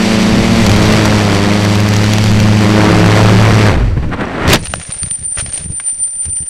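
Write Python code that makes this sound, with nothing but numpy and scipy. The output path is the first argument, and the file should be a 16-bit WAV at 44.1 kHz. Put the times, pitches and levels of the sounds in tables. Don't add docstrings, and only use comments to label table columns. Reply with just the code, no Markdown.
import sys
import numpy as np
from scipy import signal
from scipy.fft import rfft, irfft
from scipy.io import wavfile
from scipy.ndimage import uniform_filter1d

SR = 44100
rng = np.random.default_rng(int(sys.argv[2]) if len(sys.argv) > 2 else 0)


def waveform_to_disk(signal):
    frames = np.transpose(np.atleast_2d(signal))
    scaled = np.clip(frames, -1, 1) * 32767
    samples = np.round(scaled).astype(np.int16)
    wavfile.write(sys.argv[1], SR, samples)


N = 286193
TIME = np.arange(N) / SR


def from_db(db):
    return 10 ** (np.asarray(db) / 20)


def rms_one(x):
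    return x / np.sqrt(np.mean(x ** 2) + 1e-20)


def in_time(rows):
    s, *columns = np.transpose(rows)
    return [np.interp(TIME, s, c) for c in columns]


def between(start_s, end_s, fade_s=0.013):
    return np.clip(np.minimum(TIME - start_s, end_s - TIME) / fade_s + 1, 0, 1)


def humps(rows, column):
    return sum(from_db(row[column]) * np.exp(-4 * ((TIME - row[0]) / row[1]) ** 2) for row in rows)


def drift(rate_hz):
    r = np.exp(-2 * np.pi * rate_hz / SR)
    wander = signal.lfilter([1], [1, -2 * r, r * r], rng.standard_normal(N + SR))
    return rms_one(wander[SR:])


def coloured(x, spectrum):
    hz, db = np.transpose(spectrum)
    grid_hz = np.fft.rfftfreq(N, 1 / SR) + 1
    gain = from_db(np.interp(np.log(grid_hz), np.log(hz), db, left=-70, right=-70))
    return rms_one(irfft(rfft(x) * gain, N))


def noise(spectrum):
    return coloured(rng.standard_normal(N), spectrum)


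def clicks(rows, shift_db=0.0):
    out = np.zeros(N)
    for s, db, *_ in rows:
        out[round(s * SR)] = from_db(db + shift_db)
    return out


def dying(x, t60_s):
    return signal.lfilter([1], [1, -from_db(-60 / (t60_s * SR))], x + 1e-18)


# time in seconds, turns per second.
TURNS = [(0, 111.6), (.23, 108.9), (.49, 114.2), (.62, 113.5), (.67, 101.2), (.79, 106), (.91, 107),
         (1.15, 105.4), (1.38, 99.7), (1.55, 103.7), (2.0, 105.1), (2.24, 106.9), (2.38, 106), (3.2, 106.2),
         (3.33, 108.9), (3.57, 108), (3.69, 104.1)]
# time in seconds, shake in dB, blade-pass in dB, upper orders in dB.
ROTOR_LEVELS = [(0, -23.5, -14, -21.5), (.55, -16.5, -10.5, -19.5), (.67, -7, -12.5, -17),
                (.85, -12.5, -11.5, -17.5), (1.15, -12, -15, -20), (1.4, -15.5, -16.5, -19.5),
                (1.9, -10, -16, -22.5), (2.25, -9.5, -17, -24.5), (2.5, -7, -9.5, -14.5),
                (2.85, -8.5, -12.5, -9.5), (3.05, -8.5, -19, -13), (3.25, -5.5, -27, -14.5),
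                (3.55, -5, -11, -19.5), (3.68, -5.5, -9.5, -10), (3.73, -15.5, -26, -27),
                (3.85, -8, -18, -40), (3.95, -20, -18, -44), (4.08, -34, -39, -47)]
# multiple of the turn rate, level in dB relative to the upper-order level.
UPPER_ORDERS = [(3, 0), (4, -3), (5, -5.5), (6, -7.5), (7, -11), (8, -13), (9, -12.5), (10, -14.5),
                (11, -15), (12, -16), (13, -17.5), (14, -19)]
# time in seconds, lead in radians.
EDGE_LEAD = [(0, .6), (.63, .6), (.7, 1.1), (1.5, 1.1), (1.9, .45), (2.5, .35), (2.75, -.5), (4.08, -.5)]
# time in seconds, blade passes per second, fundamental level in dB.
OTHER_BLADE = [(0, 194, -15.5), (.3, 188, -17), (.6, 186, -13.5), (.75, 178, -19), (.92, 156, -18),
               (1.16, 168, -21), (1.4, 177, -21), (1.64, 183, -20.5), (1.85, 188, -18), (2.08, 174, -19.5),
               (2.72, 190, -15.5), (2.87, 176, -15.5), (3.08, 172, -11), (3.31, 188, -11.5),
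               (3.57, 175, -20), (3.7, 149, -30), (3.89, 107, -13), (4.0, 66, -17), (4.08, 40, -32)]
# time in seconds, blade passes per second, level in dB.
FAR_BLADE = [(0, 200, -35), (.15, 250, -26), (.3, 244, -18.5), (.45, 275, -27), (.6, 230, -18),
             (.7, 250, -40)]
JOLT_S = 2.1088
CUT_S, DRAG_PER_S = 3.69, 7.6
TOP_ORDERS_DB, TOP_FALL_DB = -19, 2.5


def rotors():
    turns_hz = in_time(TURNS)[0] / (1 + DRAG_PER_S * np.maximum(TIME - CUT_S, 0))
    phase = 2 * np.pi * np.cumsum(turns_hz) / SR
    phase -= phase[round(JOLT_S * SR)]
    shake_db, pass_db, upper_db = in_time(ROTOR_LEVELS)
    lead = in_time(EDGE_LEAD)[0]
    slant = np.pi / 2 * np.tanh(lead * 2)
    out = from_db(shake_db + 0.77 * drift(3.5)) * np.cos(phase)
    out += from_db(pass_db + 1.2 * drift(4.5)) * np.cos(2 * (phase + lead) - slant)

    upper = from_db(upper_db + 0.63 * drift(5.9))
    top_orders = [(15 + k, TOP_ORDERS_DB - TOP_FALL_DB * k) for k in range(12)]
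    for multiple, db in UPPER_ORDERS + top_orders:
        out += upper * from_db(db) * np.cos(multiple * (phase + lead) - slant)

    passes_hz, blade_db = in_time(OTHER_BLADE)
    blade = 2 * np.pi * np.cumsum(passes_hz * (1 + 0.0042 * drift(11))) / SR
    harmonics = sum(from_db(-7.0 - 4.1 * k) * np.cos(k * blade) for k in range(2, 8))
    out += from_db(blade_db + 2.55 * drift(9.3)) * (np.cos(blade) + harmonics)

    far_hz, far_db = in_time(FAR_BLADE)
    out += from_db(far_db) * np.cos(2 * np.pi * np.cumsum(far_hz) / SR) * between(0, 0.64)
    return -np.sqrt(2) * out * between(0, 4.08, fade_s=.04), phase


# time in seconds, buffeting in dB, rush in dB, hiss in dB.
AIR_LEVELS = [(0, -19.5, -17.5, -20.5), (.6, -16.5, -18, -18.5), (.9, -14, -12.5, -19),
              (1.25, -20, -18, -21.5), (1.85, -24.5, -20.5, -22.5), (2.5, -20, -19.5, -22.5),
              (2.84, -22, -10, -21.5), (3.25, -17.5, -11, -19.5), (3.68, -15, -10, -21.5),
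              (3.78, -11, -18.5, -36), (3.95, -25, -32.5, -42.5), (4.1, -15, -30.5, -46),
              (4.25, -27.5, -22.5, -43.5), (4.4, -26, -16, -40), (4.468, -19, -11.5, -35),
              (4.49, 1.5, -12, -15), (4.515, -7, -12, -13.5), (4.538, -3, 5.5, -6),
              (4.584, -12, -29.5, -33), (4.63, -33, -40, -46)]
# centre in seconds, width in seconds, buffeting in dB, rush in dB.
GUSTS = [(.38, 0.13, -10.5, -30), (.69, 0.064, -6, -18), (2.4, 0.15, -15, -25), (3.23, 0.041, -8.5, -16),
         (3.6, 0.064, -13, -19), (3.977, 0.018, -5.5, -20), (4.039, 0.031, -13, -25),
         (4.135, 0.033, -25, -13.5), (4.22, 0.074, -30, -15)]
# Hz, relative dB per Hz.
BUFFET_SPECTRUM = [(15, 8), (40, -6.5), (90, 0), (150, -6.5), (300, -12.5), (600, -25)]
# Hz, relative dB per Hz.
RUSH_SPECTRUM = [(71, -42), (120, -1), (192, 4.5), (252, 0.5), (1900, -10), (4290, -29), (5730, -43),
                 (7250, -44), (9000, -38.5), (11700, -91), (19800, -120)]
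# Hz, relative dB per Hz.
HISS_SPECTRUM = [(1060, -28), (1800, -3.5), (2040, 0.5), (3700, -5), (4550, -6), (5350, -9), (5910, -11.5),
                 (7020, -15), (11700, -24), (14200, -38), (15500, -50)]


def air(phase):
    buffet_db, rush_db, hiss_db = in_time(AIR_LEVELS)
    turn = phase - 1.0
    chop_shape = np.cos(turn) + 0.32 * np.cos(2 * turn)
    chop = from_db(4.9 * between(0.91, 3.75) * chop_shape)
    buffet_level = np.hypot(from_db(buffet_db + 1.6 * drift(8.3)), humps(GUSTS, column=2))
    buffet = buffet_level * noise(BUFFET_SPECTRUM)
    rush_level = np.hypot(from_db(rush_db + 0.75 * drift(9.0)), humps(GUSTS, column=3))
    rush = rush_level * from_db(1.26 * drift(100)) * noise(RUSH_SPECTRUM)
    hiss_level = from_db(hiss_db + 0.73 * drift(11.6) + 0.72 * drift(104))
    hiss = hiss_level * housing(noise(HISS_SPECTRUM))
    return (buffet + chop * rush + np.sqrt(chop) * hiss) * between(0, 4.62)


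# time in seconds, relative level in dB.
LOUD_KNOCKS = [(0.6649, -7.5), (0.6948, -12.5), (0.716, -8.5), (0.7632, -12), (0.857, -16), (0.924, -11.5),
               (0.9977, -24), (1.0547, -8.5), (1.6487, -12), (1.754, -14), (1.8025, -11.5), (1.8881, -13),
               (1.9364, -13.5), (1.965, -13.5), (2.0406, -13), (2.089, -17), (2.135, -10), (2.183, -11.5),
               (2.2394, -14), (2.2865, -22), (2.3148, -14), (2.401, -13.5)]
# Hz, relative dB per Hz.
RATTLE_SPECTRUM = [(500, 12), (2000, 2), (4000, 4), (5300, -2), (6700, 2), (8000, -16.5), (12000, -10),
                   (15500, -27)]


def rattle(phase):
    jolts = np.diff(np.floor((phase - .5) / (2 * np.pi)), prepend=1e9) > 0
    strength_db = -27.0 + 2.6 * np.minimum(rng.exponential(1, N), 3)
    knocks = from_db(strength_db) * jolts * between(0.44, 3.72) + clicks(LOUD_KNOCKS, 6.9)
    envelope = dying(dying(knocks, 0.0066), 0.0036) / 15
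    return housing(envelope * noise(RATTLE_SPECTRUM))


# time in seconds, peak in dB before overload, colour in Hz, t60 in seconds.
SNAPS = [(3.881, -15.5, 930, 0.019), (4.026, -19, 1059, 0.017), (4.209, -13, 1190, 0.02),
         (4.434, -14, 937, 0.018), (4.442, -24, 904, 0.02), (4.478, -2.5, 2360, 0.023),
         (4.488, -5, 980, 0.017), (4.5, 8, 2260, 0.011), (4.507, -1, 1810, 0.017), (4.52, 2, 1170, 0.014),
         (4.531, 31, 1920, 0.017), (4.542, 5.5, 2500, 0.03), (4.558, 7, 1600, 0.0059),
         (4.655, -15.5, 2090, 0.061), (4.67, -12, 2130, 0.016), (4.738, 6, 1020, 0.0064),
         (4.814, -15.5, 1290, 0.031), (4.903, -21, 1400, 0.028), (5.032, -9, 2280, 0.0088),
         (5.111, -10.5, 2700, 0.012), (5.372, -15.5, 926, 0.045), (5.384, -11, 1570, 0.029),
         (5.392, -16, 1990, 0.023), (5.4, -12, 1840, 0.029), (5.527, -23, 2900, 0.022),
         (5.545, -19, 2790, 0.047), (5.799, -13, 1350, 0.026), (6.04, -22, 3230, 0.015),
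         (6.257, -33, 5830, 0.013), (6.297, -29, 3290, 0.0097), (6.383, -31, 5870, 0.018)]


def snaps():
    out = np.zeros(N)
    for s, db, hz, t60_s in SNAPS:
        age_s = np.arange(4000) / SR
        burst = rng.standard_normal(4000) * from_db(-60 * age_s / t60_s)
        band_hz = [hz / 1.85, min(hz * 2.25, 9000)]
        burst = signal.sosfilt(signal.butter(2, band_hz, "band", fs=SR, output="sos"), burst)
        at = round(s * SR)
        out[at:at + 4000] += from_db(db) * burst / np.abs(burst).max()
    return out


# centre in seconds, width in seconds, relative level in dB.
SWELLS = [(4.65, .035, -36), (4.727, 0.064, -28), (4.86, 0.1, -39), (4.94, 0.047, -21.5),
          (5.02, 0.077, -19), (5.13, 0.07, -17), (5.265, .1, -20), (5.36, 0.076, -22),
          (5.425, 0.086, -20.5), (5.556, 0.088, -21), (5.635, 0.056, -24), (5.765, 0.1, -20),
          (5.895, 0.088, -13.5), (6.035, 0.081, -13.5), (6.13, 0.11, -20.5), (6.225, .09, -16.5),
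          (6.33, 0.073, -17.5), (6.395, 0.073, -17), (6.5, 0.086, -21)]
# time in seconds, unsteadiness 0 to 1.
UNSTEADY = [(4.6, .4), (5.07, .38), (5.14, .22), (5.22, .36), (5.55, .45), (5.65, .26), (5.85, .2),
            (6.05, .12), (6.49, .22)]
WHINE_SLIPS_S = [4.888, 5.02, 5.2, 5.265, 5.305, 5.555, 5.665, 5.715, 5.828, 5.942, 6.065, 6.158, 6.249,
                 6.338, 6.425]
# Hz, relative dB per Hz.
SHIVER_SPECTRUM = [(8200, -20), (8700, -6), (9050, -1), (9200, -1), (9400, -24)]
WHINE_HZ, WHINE_FLOOR_DB = 9134, -34.5


def whine():
    level = from_db(WHINE_FLOOR_DB) + humps(SWELLS, column=2)
    share = in_time(UNSTEADY)[0]
    slips = clicks([(s, 0) for s in WHINE_SLIPS_S])
    lag = np.pi * np.cumsum(uniform_filter1d(uniform_filter1d(slips, size=70), size=50))
    tone = np.cos(2 * np.pi * WHINE_HZ * TIME - lag + .2 * drift(5))
    flutter = from_db(9.4 * share * drift(40))
    shiver = share ** 2 * from_db(3.9 * drift(40)) * noise(SHIVER_SPECTRUM)
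    return level * (np.sqrt(2) * flutter * tone + 2.16 * shiver) * between(4.59, 7, fade_s=0.0043)


# start in seconds, length in seconds, first bump in dB, last bump in dB.
BOUTS = [(4.595, 0.12, -11.5, -19), (4.679, .07, -10, -14), (4.755, 0.063, -15, -13),
         (4.892, .014, -14, -16), (5.025, 0.055, -11.5, -12), (5.113, .005, -23, -24),
         (5.189, 0.066, -15, -27), (5.317, .005, -17, -26), (5.371, 0.017, -17, -11),
         (5.425, 0.1, -11, -20), (5.595, 0.032, -15.5, -18), (5.647, 0.055, -15, -9),
         (5.752, .005, -20, -26), (6.254, 0.065, -14, -19.5), (6.405, .028, -18, -18)]
BUMP_GAP_S, BUMP_LOW_HZ, BUMP_HIGH_HZ, BUMP_SPREAD_DB = .0125, 65.4, 155.5, 6.5


def thumps():
    out = np.zeros(N)
    for start_s, length_s, first_db, last_db in BOUTS:
        late_s = -BUMP_GAP_S
        for step, pitch, loud in rng.random((12, 3)):
            late_s += BUMP_GAP_S * (0.76 + 0.6 * step) if late_s >= 0 else BUMP_GAP_S
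            if late_s > length_s:
                break
            hz = BUMP_LOW_HZ + (BUMP_HIGH_HZ - BUMP_LOW_HZ) * pitch
            turn = np.arange(0, 1.2, hz / SR)
            swing = np.sin(2 * np.pi * turn) * np.exp(-1.2 * turn) * np.minimum(8 * (1.2 - turn), 1)
            bump_db = first_db + (last_db - first_db) * late_s / length_s
            bump_db += BUMP_SPREAD_DB * (2 * loud - 1.5)
            at = round((start_s + late_s) * SR)
            out[at:at + len(swing)] += from_db(bump_db) * swing
    return out


# time in seconds, strength in dB.
TWITCHES = [(4.6552, -28), (4.6707, -25), (4.736, -20), (4.8677, -26), (4.978, -35), (5.3656, -30),
            (5.385, -20), (5.569, -24), (5.867, -29), (5.9079, -36), (5.9445, -28), (5.9882, -31),
            (6.032, -31), (6.1079, -30), (6.257, -25), (6.3584, -28), (6.403, -33)]
# Hz, relative dB, t60 in seconds.
BELL_MODES = [(5830, 1, 0.017), (7550, -4, 0.008), (2300, -16, 0.014)]
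FAINT_TICKS_PER_S, FAINT_TICK_DB = 24, -35.5


def ticks():
    faint_at = np.diff(np.floor(FAINT_TICKS_PER_S * TIME + .3 * drift(8.0)), prepend=1e9) > 0
    faint = faint_at * from_db(FAINT_TICK_DB + 3.8 * rng.standard_normal(N)) * between(4.1, 7)
    strikes = clicks(TWITCHES) + faint + 1e-18
    out = np.zeros(N)
    for hz, db, t60_s in BELL_MODES:
        r, w = from_db(-60 / (t60_s * SR)), 2 * np.pi * hz / SR
        out += from_db(db) * signal.lfilter([0, np.sin(w)], [1, -2 * r * np.cos(w), r * r], strikes)
    return out


# time in seconds, level in dB.
SETTLING = [(4.6, -42), (4.7, -34.5), (5.02, -36.5), (5.3, -47), (5.5, -41.5), (5.8, -44.5), (6.2, -46),
            (6.49, -47.5)]
# centre in seconds, width in seconds, level in dB.
RUSTLES = [(4.65, .05, -31), (4.82, 0.063, -35), (5.22, 0.07, -43.5), (5.395, 0.067, -28.5),
           (5.475, 0.05, -37), (5.575, 0.13, -33), (5.88, .08, -39.5), (6.07, 0.11, -50),
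           (6.25, 0.054, -38.5), (6.38, 0.033, -38)]
# Hz, relative dB per Hz.
LEAF_SPECTRUM = [(180, -36), (300, -16.5), (556, -4), (1110, -12), (1530, -10), (1810, -7), (5720, -12.5),
                 (7170, -13), (8600, -15), (11200, -37), (18900, -120)]
RUMBLE_DB, RUMBLE_UNDER_BUMPS_DB, RUMBLE_LINGERS_S = -46.5, -23, 0.016


def grass():
    stir = np.hypot(from_db(in_time(SETTLING)[0]), humps(RUSTLES, column=2))
    heaves = []
    for s, length_s, first_db, last_db in BOUTS:
        heave_db = (first_db + last_db) / 2 + RUMBLE_UNDER_BUMPS_DB
        heaves.append((s + length_s / 2, length_s + RUMBLE_LINGERS_S, heave_db))
    rumble_level = from_db(RUMBLE_DB) + humps(heaves, column=2)
    grain_at = rng.random(N) < 900 / SR
    grains = from_db(6.4 * np.minimum(rng.exponential(1, N), 5)) * grain_at
    crackle = coloured((dying(grains, 0.0062) + 3.6) * rng.standard_normal(N), LEAF_SPECTRUM)
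    leaves = stir * from_db(1.67 * drift(47)) * crackle
    rumble = rumble_level * from_db(6.5 * drift(18)) * noise(BUFFET_SPECTRUM)
    return (leaves + rumble) * between(4.59, 7)


# Hz, width in Hz, lift in dB.
HOUSING = [(4630, 230, 3.5), (5830, 300, 4.5), (7830, 890, 4)]


def housing(x):
    out = x
    for hz, width_hz, db in HOUSING:
        peak = signal.lfilter(*signal.iirpeak(hz, hz / width_hz, fs=SR), x)
        out = out + (from_db(db) - 1) * peak
    return out


def scene():
    shake, phase = rotors()
    flight = shake + air(phase) + rattle(phase)
    return (flight + snaps() + whine() + thumps() + ticks() + grass())[None]


OVERLOAD, KNEE, CUTOFF_HZ = .72, 9, 15725


def record(dry):
    flat = dry / (1 + np.abs(dry / OVERLOAD) ** KNEE) ** (1 / KNEE)
    flat = signal.sosfilt(signal.butter(1, 6.0, "high", fs=SR, output="sos"), flat)
    return signal.sosfilt(signal.ellip(10, .5, 70, CUTOFF_HZ, fs=SR, output="sos"), flat)


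dry = scene()
out = record(dry)
waveform_to_disk(out)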